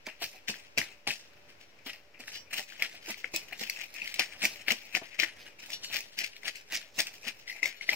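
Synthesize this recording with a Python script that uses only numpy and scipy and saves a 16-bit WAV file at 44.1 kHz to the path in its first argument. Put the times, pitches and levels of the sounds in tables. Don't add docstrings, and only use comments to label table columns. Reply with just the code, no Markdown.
import sys
import numpy as np
from scipy import signal
from scipy.fft import rfft, irfft, next_fast_len
from scipy.io import wavfile
from scipy.ndimage import map_coordinates

SR = 44100
rng = np.random.default_rng(int(sys.argv[2]) if len(sys.argv) > 2 else 0)


def output_pcm(signal):
    pcm = np.clip(np.atleast_2d(signal).T, -1, 1) * 32767
    wavfile.write(sys.argv[1], SR, np.round(pcm).astype(np.int16))


def volts_from_decibels(level):
    exponent = np.asarray(level, float) / 20
    return 10 ** exponent


N = 350595


def rms_one(x):
    return x / np.sqrt(np.mean(x ** 2) + 1e-20)


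def at_hz(points, hz):
    table_hz, value = np.transpose(points)
    return np.interp(np.log(hz + 1), np.log(table_hz), value)


def drift(rate_hz):
    r = np.exp(-2 * np.pi * rate_hz / SR)
    wander = signal.lfilter([1], [1, -2 * r, r * r], rng.standard_normal(N + SR))
    return rms_one(wander[SR:])


def band(x, low_hz, high_hz):
    return signal.sosfilt(signal.butter(2, [low_hz, high_hz], "band", fs=SR, output="sos"), x)


def ring(push, hz, t60_s):
    r, w = volts_from_decibels(-60 / (t60_s * SR)), 2 * np.pi * hz / SR
    return signal.lfilter([0, np.sin(w)], [1, -2 * r * np.cos(w), r * r], push + 1e-18)


def response(points):
    cepstrum = irfft(np.log(volts_from_decibels(at_hz(points, np.fft.rfftfreq(4096, 1 / SR)))))
    cepstrum[1:2048] *= 2
    return irfft(np.exp(rfft(cepstrum[:2049], 4096)))


def colour(x, points):
    return signal.fftconvolve(x, response(points))[:len(x)]


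# pitch_hz, level_db
YARD_TONE = [(30, -20), (50, -13.5), (90, -9), (200, -14.5), (500, -9.5), (1160, -16.5), (2540, -13),
             (3300, -21.5), (5450, -21), (9700, -39.5), (14400, -34.5), (16000, -36)]
# pitch_hz, likeness (-1 to 1)
YARD_ALIKE = [(60, 0.86), (240, 0.61), (950, -0.049), (3770, -0.24), (15000, 0.046)]
# pitch_hz, level_db (rms)
MOTOR_HUM = [(415, -79.5), (585, -74.5)]


def yard():
    mid, side = (rfft(colour(rng.standard_normal(N) * volts_from_decibels(2.0 * drift(1.3)), YARD_TONE))
                 for _ in range(2))
    alike = at_hz(YARD_ALIKE, np.fft.rfftfreq(N, 1 / SR))
    opposite = [[1], [-1]]
    noise = irfft(np.sqrt(1 + alike) * mid + np.sqrt(1 - alike) * side * opposite, N)
    hum = sum(volts_from_decibels(db) * rms_one(ring(rng.standard_normal(N), hz, 0.98)) for hz, db in MOTOR_HUM)
    return volts_from_decibels(-60) * rms_one(noise) + hum


# start_s, level_db
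BODY_SLAPS = [(.225, -43), (.49, -44), (.78, -34), (1.075, -38.5)]


def flops():
    t, fade = np.arange(N) / SR, 0
    for s, db in BODY_SLAPS:
        fade = fade + volts_from_decibels(db) * np.maximum(t - s, 0) / 0.016 * np.exp(-np.abs(t - s) / 0.013)
    deep = band(band(rng.standard_normal(N), 68, 340), 57, 470)
    return fade * rms_one(deep)


# start_s, peak_db, pitch_hz
FISH_KNOCKS = [(0.068, -32.5, 628), (0.217, -33, 695), (7.265, -40, 226), (7.24, -44, 650),
               (6.21, -37, 680), (4.35, -44, 760), (2.94, -46, 700), (0.345, -46, 750), (7.935, -40, 800),
               (3.095, -38, 210), (0.492, -31, 208), (0.773, -21, 667), (1.069, -25, 822),
               (1.862, -40.5, 272), (2.196, -45, 257), (2.597, -40.5, 783), (2.818, -36.5, 666),
               (3.08, -35.5, 337), (3.24, -41, 496), (3.338, -33, 330), (3.52, -43, 735), (3.61, -33, 217),
               (4.191, -28, 760), (4.436, -33.5, 212), (4.677, -36, 585), (4.713, -29, 231),
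               (4.945, -40, 215), (4.965, -29, 726), (5.015, -28, 663), (5.195, -49, 222),
               (5.226, -34, 331), (5.897, -45, 686), (6.44, -42, 665), (6.976, -46, 221), (7.624, -41, 310),
               (7.653, -38, 578), (7.886, -33.5, 693)]


def thuds():
    out, t = np.zeros(N + 8192), np.arange(8192) / SR
    for s, peak_db, hz in FISH_KNOCKS:
        t60_s = 0.081 * (500 / hz) ** 0.38
        at = round(s * SR)
        fade = (1 - np.exp(-t / 0.0019)) * volts_from_decibels(-60 * t / t60_s)
        rattle = band(rng.standard_normal(len(t)), 195, 920)
        knock = np.sin(2 * np.pi * hz * t) + 3.74 * rattle
        out[at:at + len(t)] += volts_from_decibels(peak_db - 4.0) * fade * knock
    return out[:N]


def metal(shakes, modes):
    t, shake, out = np.arange(N) / SR, np.zeros(N), 0
    for s, db, length_s in shakes:
        since = np.maximum(t - s, 0) / length_s
        shake += volts_from_decibels(db) * since * np.exp(1 - since)
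    for hz, db, t60_s in modes:
        uneven = volts_from_decibels(db - 42.5 + 4.0 * drift(90)) * shake
        rub = uneven * np.sin(2 * np.pi * hz * t + 0.7 * drift(45))
        out = out + ring(rub, hz, t60_s)
    return out


# start_s, level_db, length_s
WIDE_SHAKES = [(1.607, -72, .008), (1.675, -76, .008), (5.62, -62, .006), (5.722, -50, .007),
               (5.826, -50, .008), (5.86, -57, .01), (6.188, -50, .004), (7.755, -63, .008),
               (7.81, -59, .008)]
THIN_SHAKES = [(1.154, -66, .003), (1.49, -76, .005), (2.318, -59, .015), (2.35, -60, .012)]
BLADE_SINGS = [(.215, -48, .007), (.485, -46, .005), (4.23, -52, .01), (7.472, -47, .004), (7.5, -56, .012),
               (7.627, -35, .003), (7.655, -45, .005), (7.888, -40, .003), (7.925, -46, .006)]
# pitch_hz, level_db, t60_s
WIDE_MODES = [(2950, -4, .1), (3475, -3, .1), (3865, -3, .12), (4387, -3, .2), (5620, 2, .13),
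              (6810, -5, .1), (7570, -8, .07), (10860, -9, .09), (12660, -15, .08), (13910, -10, .09)]
THIN_MODES = [(2950, -6, .12), (4840, 0, .14), (5609, -2, .14), (6525, -10, .12), (7547, -16, .1)]
BLADE_MODES = [(4441, -4, .12), (5480, 0, .07), (3800, -10, .07), (6480, -14, .07)]


def bangles():
    wrist = metal(WIDE_SHAKES, WIDE_MODES) + metal(THIN_SHAKES, THIN_MODES)
    return wrist + metal(BLADE_SINGS, BLADE_MODES)


# pitch_hz, level_db, t60_s
WOOD_MODES = [(232, -5.5, 0.11), (337, 2, 0.042), (670, 5.5, 0.036), (806, 7.5, 0.021)]


def block(push):
    modes = sum(volts_from_decibels(db) * ring(push, hz, t60_s) for hz, db, t60_s in WOOD_MODES)
    return band(band(push, 145, 930) * volts_from_decibels(38.5) + modes, 120, 2800)


# start_s, swell_s, rasp_db, brightness_db, t60_s
SCRAPE_STROKES = [(0.065, 0.0079, -42, -7.5, 0.11), (0.221, 0.012, -39.5, 2.5, 0.19),
                  (0.487, 0.0073, -32.5, -4, 0.14), (0.777, 0.0048, -32, -5.5, 0.27),
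                  (1.091, 0.013, -36, 0, 0.2), (1.865, 0.01, -44, 2.5, 0.094),
                  (2.53, 0.0052, -37, -5, 0.25), (2.84, 0.056, -37.5, -5.5, 0.19),
                  (3.097, 0.04, -34, -5, 0.12), (3.349, 0.016, -34, -4, 0.17),
                  (3.611, 0.036, -37, -4.5, 0.18), (4.199, 0.019, -32.5, -8, 0.2),
                  (4.44, 0.025, -26.5, -2, 0.13), (4.683, 0.01, -33.5, -3, 0.21),
                  (4.963, 0.028, -30.5, -8, 0.064), (5.194, 0.0082, -32, -8, 0.28),
                  (5.946, 0.036, -36.5, -1.5, 0.25), (6.18, 0.0088, -39, -3, 0.3),
                  (6.472, 0.027, -35, -4.5, 0.11), (6.731, 0.029, -32, -6, 0.19),
                  (6.996, 0.028, -29, -4.5, 0.11), (7.283, 0.06, -39, -6, 0.13),
                  (7.638, 0.016, -33, -10, 0.03), (7.891, 0.016, -38, -1, 0.081)]
# start_s, rasp_db, brightness_db, t60_s
ROW_CATCHES = [(0.816, -42, -20, 0.065), (1.896, -45, -4.5, 0.091), (2.57, -43, 3.5, 0.18),
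               (2.596, -38, -4, 0.1), (3.702, -62, 6, 0.16), (4.705, -29.5, -7.5, 0.086),
               (5.227, -31.5, -7, 0.032), (5.734, -43, 2, 0.061), (5.841, -46.5, 3, 0.075),
               (6.21, -37.5, -7, 0.15), (6.238, -38.5, -3.5, 0.08), (6.755, -35, -6, 0.092),
               (7.664, -37, -8, 0.2), (7.826, -46, -6, 0.081), (7.929, -33, -4, 0.085)]
# start_s, swell_s, rasp_db, brightness_db
BLADE_DRAGS = [(0.335, 0.03, -52, -7), (2.342, 0.06, -48, 0), (2.71, 0.045, -49, -4.5),
               (2.934, 0.031, -49.5, -5.5), (3.739, 0.02, -50.5, -0.5), (3.81, 0.093, -42, -6),
               (3.942, 0.057, -50.5, -4), (4.02, 0.097, -40, -12), (4.08, 0.051, -46, -6),
               (4.147, 0.045, -47, -4.5), (4.321, 0.085, -52, -6), (4.597, 0.053, -54.5, -4),
               (4.86, 0.16, -51, -6.5), (5.129, 0.05, -51.5, -15), (5.401, 0.071, -52, -6.5),
               (5.46, 0.047, -50.5, -7.5), (5.7, 0.05, -47, -1.5), (6.35, 0.081, -61, 0),
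               (7.39, 0.022, -66.5, 6), (7.488, 0.018, -48, -1), (7.53, 0.092, -49.5, -17),
               (7.561, 0.021, -46, -13)]
# start_s, rasp_db, brightness_db
BLADE_TOUCHES = [(2.797, -43.5, -11), (3.485, -54, -4), (2.238, -54, -10), (0.084, -46.5, -12),
                 (0.545, -46.5, -5), (1.2, -56, -10), (1.37, -62, -8), (5.625, -48.5, -7.5),
                 (6.552, -49.5, -2.5), (1.488, -58, -6), (1.604, -58, -5), (1.79, -61.5, -19),
                 (1.938, -52.5, -10), (2.145, -55, -28), (2.199, -48.5, -2), (2.276, -43, -5),
                 (2.459, -56, -22), (2.51, -51, -4), (3.176, -60, 6.5), (3.24, -48, -10), (3.525, -46, -7),
                 (3.67, -46.5, -3), (5.592, -47, -9), (5.658, -64, 9), (6.129, -60, 4.5), (6.601, -56, -7),
                 (7.14, -55, 3)]


def contacts():
    rows = []
    for s, swell, db, bright_db, t60_s in SCRAPE_STROKES:
        rows.append((s, swell, 0.0068, db, bright_db, t60_s))
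        rows.append((s + 0.07, 0.019, 0.012, db - 20, bright_db + 0.5, 0.44))
    rows += [(s, 0.022, 0.0084, db, bright_db, t60_s) for s, db, bright_db, t60_s in ROW_CATCHES]
    rows += [(s, swell, 0.021, db, bright_db, 0.18) for s, swell, db, bright_db in BLADE_DRAGS]
    rows += [(s, 0.0077, 0.0059, db, bright_db, 0.22) for s, db, bright_db in BLADE_TOUCHES]
    return rows


def grains(per_s, spread_db):
    sizes = volts_from_decibels(spread_db * np.minimum(rng.exponential(1, N), 4)) * rng.choice([-1, 1], N)
    return rms_one(sizes * (rng.random(N) < per_s / SR))


# pitch_hz, level_db (per Hz)
KNIFE_TONE = [(530, -45), (900, -17), (1000, -13), (1410, -17), (2110, -7), (2500, -4.5), (3470, -10),
              (4330, -8.5), (5260, -9), (9900, -27), (12600, -23.5), (14300, -22.5), (15700, -22),
              (16500, -57)]
FLAT_FROM_S = 7.44


def rasp():
    t = np.arange(0, N, 32) / SR
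    body_power, hiss_power = 1e-12, 1e-12
    for s, swell, hold, rasp_db, bright_db, t60_s in contacts():
        fade_db = 15 * np.maximum(s - t, 0) / swell + 60 * np.maximum(t - s - hold, 0) / t60_s
        body_power = body_power + volts_from_decibels(rasp_db - fade_db) ** 2
        hiss_power = hiss_power + volts_from_decibels(rasp_db + bright_db - fade_db) ** 2
    body, hiss = (np.interp(np.arange(N) / SR, t, np.sqrt(p)) for p in (body_power, hiss_power))
    clumps = volts_from_decibels(2.2 * drift(75))
    slips = colour(clumps * (grains(1800, 1.7) + .5 * rng.standard_normal(N)), KNIFE_TONE)
    hum = volts_from_decibels(-19.5) * rms_one(block(grains(900, 3.7))) * (body + hiss)
    flat = 0.29 * (np.arange(N) > FLAT_FROM_S * SR)
    flat_hz, width_hz = 2124, 810
    narrow = volts_from_decibels(0.5) * rms_one(band(slips, flat_hz - width_hz / 2, flat_hz + width_hz / 2))
    broad = volts_from_decibels(-1.0) * rms_one(band(band(slips, 1500, 2750), 1150, 3000))
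    bright = volts_from_decibels(2.3) * rms_one(band(slips, 3900, 19400))
    return (broad * (1 - flat) + narrow * flat) * body + bright * hiss + hum


# start_s, peak_db, pitch_hz,
# crack_db
CRACKED_SCALES = [(0.0683, -24.5, 2230, -14.5), (0.7833, -14, 2300, -8), (0.8166, -20.5, 1980, -21),
                  (1.0748, -25.5, 2280, -3.5), (1.107, -22, 2520, -26), (2.2818, -28, 1900, -22),
                  (2.8236, -16, 2250, -10), (3.245, -20, 2160, -40), (3.3621, -23.5, 2590, 1),
                  (3.6987, -20.5, 2170, -6), (4.0199, -21.5, 2630, -28), (4.1954, -16.5, 2530, -5.5),
                  (4.2112, -23, 2020, -17), (4.4393, -22, 2330, -13), (4.4538, -12.5, 2350, -10),
                  (4.6836, -16.5, 2220, -22), (4.7061, -18, 2160, -13), (4.7112, -19.5, 2660, -16),
                  (4.7203, -19, 2340, -5.5), (4.9513, -16.5, 2460, -15), (5.1996, -16, 2370, -11),
                  (5.2313, -25, 2250, -20), (5.235, -17.5, 2010, -19), (5.9676, -25, 2340, -3),
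                  (6.9889, -24.5, 2480, -2), (7.004, -26, 2220, 3.5), (7.6325, -12, 2090, -19),
                  (7.6593, -20.5, 2160, -10), (7.8935, -16, 2060, -13), (7.9385, -30, 2360, -13),
                  (7.5283, -33, 1990, -15), (7.5651, -36, 2090, -15), (7.6003, -38, 2070, -15),
                  (7.8129, -31, 2160, -15), (7.9341, -27, 2350, -14), (0.088, -36, 2250, -20),
                  (1.198, -48, 2000, -5), (1.335, -57, 1500, -2), (1.37, -57, 1400, -15),
                  (1.503, -54, 2400, -3), (1.612, -54, 2300, -4), (1.79, -53, 2300, -12),
                  (2.148, -52, 2500, -20), (6.366, -42, 2300, -3), (6.557, -38, 2200, -3)]
# start_s, peak_db, pitch_hz
SOFT_SCALES = [(0.0609, -37.0, 2130), (0.4778, -33.5, 2060), (0.4839, -25.5, 2540), (0.4996, -25.0, 2790),
               (0.5423, -34.0, 1780), (0.8299, -28.5, 1970), (1.0704, -27.0, 2630), (1.1108, -26.5, 2330),
               (1.8969, -31.5, 2130), (2.2386, -43.0, 1920), (2.32, -37.0, 2200), (2.5134, -39.5, 1850),
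               (2.724, -39.0, 1580), (2.7563, -42.5, 2430), (2.7975, -35.0, 2620), (2.833, -27.5, 2030),
               (2.8568, -29.0, 2330), (3.071, -32.5, 2420), (3.0998, -27.0, 2490), (3.144, -33.0, 2340),
               (3.3526, -25.0, 2450), (3.4174, -39.5, 2370), (3.4859, -43.5, 1970), (3.5129, -40.5, 1810),
               (3.5272, -28.5, 2100), (3.5313, -33.5, 2250), (3.5963, -32.5, 2060), (3.6752, -34.5, 2410),
               (3.7627, -35.0, 2570), (3.7983, -33.0, 2000), (3.8148, -30.0, 2350), (3.9925, -36.0, 1810),
               (4.0007, -34.0, 2720), (4.0594, -30.0, 2870), (4.0766, -25.0, 2220), (4.3247, -34.0, 2350),
               (4.4202, -26.5, 2400), (4.6661, -43.0, 2350), (4.9693, -21.0, 2430), (4.9736, -21.5, 1860),
               (5.146, -37.0, 2090), (5.1925, -22.0, 2490), (5.2472, -27.0, 1850), (5.4663, -38.0, 2240),
               (5.591, -41.0, 2700), (5.5976, -37.5, 2680), (5.6019, -39.5, 2800), (5.7037, -28.0, 2150),
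               (5.9017, -38.5, 2970), (5.9147, -35.0, 2580), (6.2449, -29.0, 2620), (6.3349, -42.5, 2670),
               (6.4337, -34.0, 2090), (6.4586, -31.0, 2700), (6.4814, -23.5, 2270), (7.1818, -40.5, 2440),
               (7.2872, -25.0, 2580), (7.4797, -33.0, 2010), (7.5012, -30.0, 2030), (7.518, -31.0, 2050)]
# start_s, peak_db, pitch_hz
STIFF_SCALES = [(0.2168, -37.0, 2520), (0.2413, -29.0, 2550), (0.4895, -28.0, 2670), (0.5037, -29.5, 2260),
                (0.7775, -21.0, 2450), (0.7892, -23.0, 2030), (1.0801, -27.0, 2310), (1.138, -35.0, 2660),
                (1.8681, -36.0, 2170), (1.9334, -38.0, 2660), (2.5314, -28.0, 1870), (2.5378, -30.0, 1880),
                (2.5425, -29.0, 2840), (2.5953, -29.0, 1910), (3.1074, -28.5, 1910), (3.1253, -35.0, 2660),
                (3.182, -42.0, 2080), (3.6158, -29.5, 2240), (3.9411, -35.5, 2210), (4.142, -25.5, 2260),
                (4.2009, -22.5, 2440), (5.6614, -37.0, 2580), (5.7327, -31.5, 2800), (5.8456, -32.5, 2910),
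                (5.9437, -24.5, 2450), (5.9603, -23.0, 2430), (5.9881, -31.5, 2020), (6.0069, -33.0, 2440),
                (6.1894, -24.5, 2280), (6.2629, -33.5, 2310), (6.7234, -27.5, 2590), (6.7476, -24.0, 2470),
                (6.7641, -24.5, 2230), (6.7734, -29.0, 2230), (6.9935, -23.0, 2030), (7.0185, -26.5, 2470),
                (7.0702, -30.5, 2730), (7.2819, -26.5, 2290)]


def scales():
    rows = list(CRACKED_SCALES)
    for small, crack_db in ((SOFT_SCALES, -14), (STIFF_SCALES, -4)):
        rows += [(s, db - 2.5, hz, crack_db) for s, db, hz in small]
    return rows


def snaps():
    tick, crack = np.zeros((2, N + 2048))
    t = np.arange(2048) / SR
    for s, peak_db, hz, crack_db in scales():
        slower = 2.2 if s > FLAT_FROM_S else 1
        at = round((s - .0016 * slower) * SR)
        noise = rng.standard_normal((2, len(t)))
        rise = 1 - np.exp(-(t / slower / 0.00083) ** 2)
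        swing = volts_from_decibels(-60 * t / slower / 0.0076) * np.sin(2 * np.pi * hz * t)
        swing = swing + 0.25 * volts_from_decibels(-60 * t / 0.03) * band(noise[0], 1700, 2900)
        crack_fade = 1.3 * volts_from_decibels(-60 * t / 0.012) + 0.4 * volts_from_decibels(-60 * t / 0.045)
        tick[at:at + len(t)] += volts_from_decibels(peak_db + 10.8) * rise * swing
        crack[at:at + len(t)] += volts_from_decibels(peak_db + crack_db) * noise[1] * rise * crack_fade
    edge = band(response(KNIFE_TONE), 3760, 19000)
    crack = band(colour(crack, KNIFE_TONE), 4240, 21000) / np.linalg.norm(edge)
    return (tick + volts_from_decibels(3.5) * crack)[:N]


# pitch_hz, share (0 to 1)
ALIKE_SHARE = [(300, 0.97), (800, 0.8), (1300, 0.41), (2200, 0.79), (5000, 0.37), (15000, 0.37)]


def ports(x):
    late = map_coordinates(x, [np.arange(N) - 4.0 - 1.35 * drift(4.46)], order=3)
    size = next_fast_len(N + SR)
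    share = at_hz(ALIKE_SHARE, np.fft.rfftfreq(size, 1 / SR))
    t = np.arange(SR // 2) / SR
    out = []
    for direct in (late, x):
        paths, turn = 0, 1.44 * drift(5.6)
        for weight in (np.cos(turn), np.sin(turn)):
            scatter = rng.standard_normal(len(t)) * volts_from_decibels(-60 * t / 0.0041)
            walls = rng.standard_normal(len(t)) * volts_from_decibels(-60 * t / 0.17) * (t > .006)
            walls = band(walls, 350, 10800)
            near = rfft(scatter, size)
            near = near / np.abs(near) ** .92
            near = near / np.sqrt(np.mean(np.abs(near) ** 2))
            echo = near + volts_from_decibels(-10.0) * rfft(walls / np.linalg.norm(walls), size)
            paths = paths + echo * rfft(x * weight, size)
        both = np.sqrt(share) * rfft(direct, size) + np.sqrt(1 - share) * paths
        out.append(irfft(both, size)[:N])
    return np.array(out)


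def scene():
    return ports(rasp() + snaps() + thuds() + bangles()) + yard() + flops()


def top_cut(x):
    return signal.sosfilt(signal.butter(12, 16650, fs=SR, output="sos"), x)


# pitch_hz, left_minus_right_db
PORT_TILT = [(700, 0.5), (1300, 0.5), (2100, 7), (3000, 10.5), (3800, 3.5), (5200, -4.5), (6500, 1.5),
             (8300, 2.5), (10000, 8), (12000, 4.5), (15000, 4)]


def record(dry):
    tilt = np.array(PORT_TILT) * [1, .5]
    x = np.array([colour(dry[0], tilt), colour(dry[1], tilt * [1, -1])])
    top = signal.cheby1(6, .5, 15600, fs=SR, output="sos")
    mix = signal.sosfilt(top, x) + .00096
    return top_cut(mix)


dry = scene()
out = record(dry)
output_pcm(out)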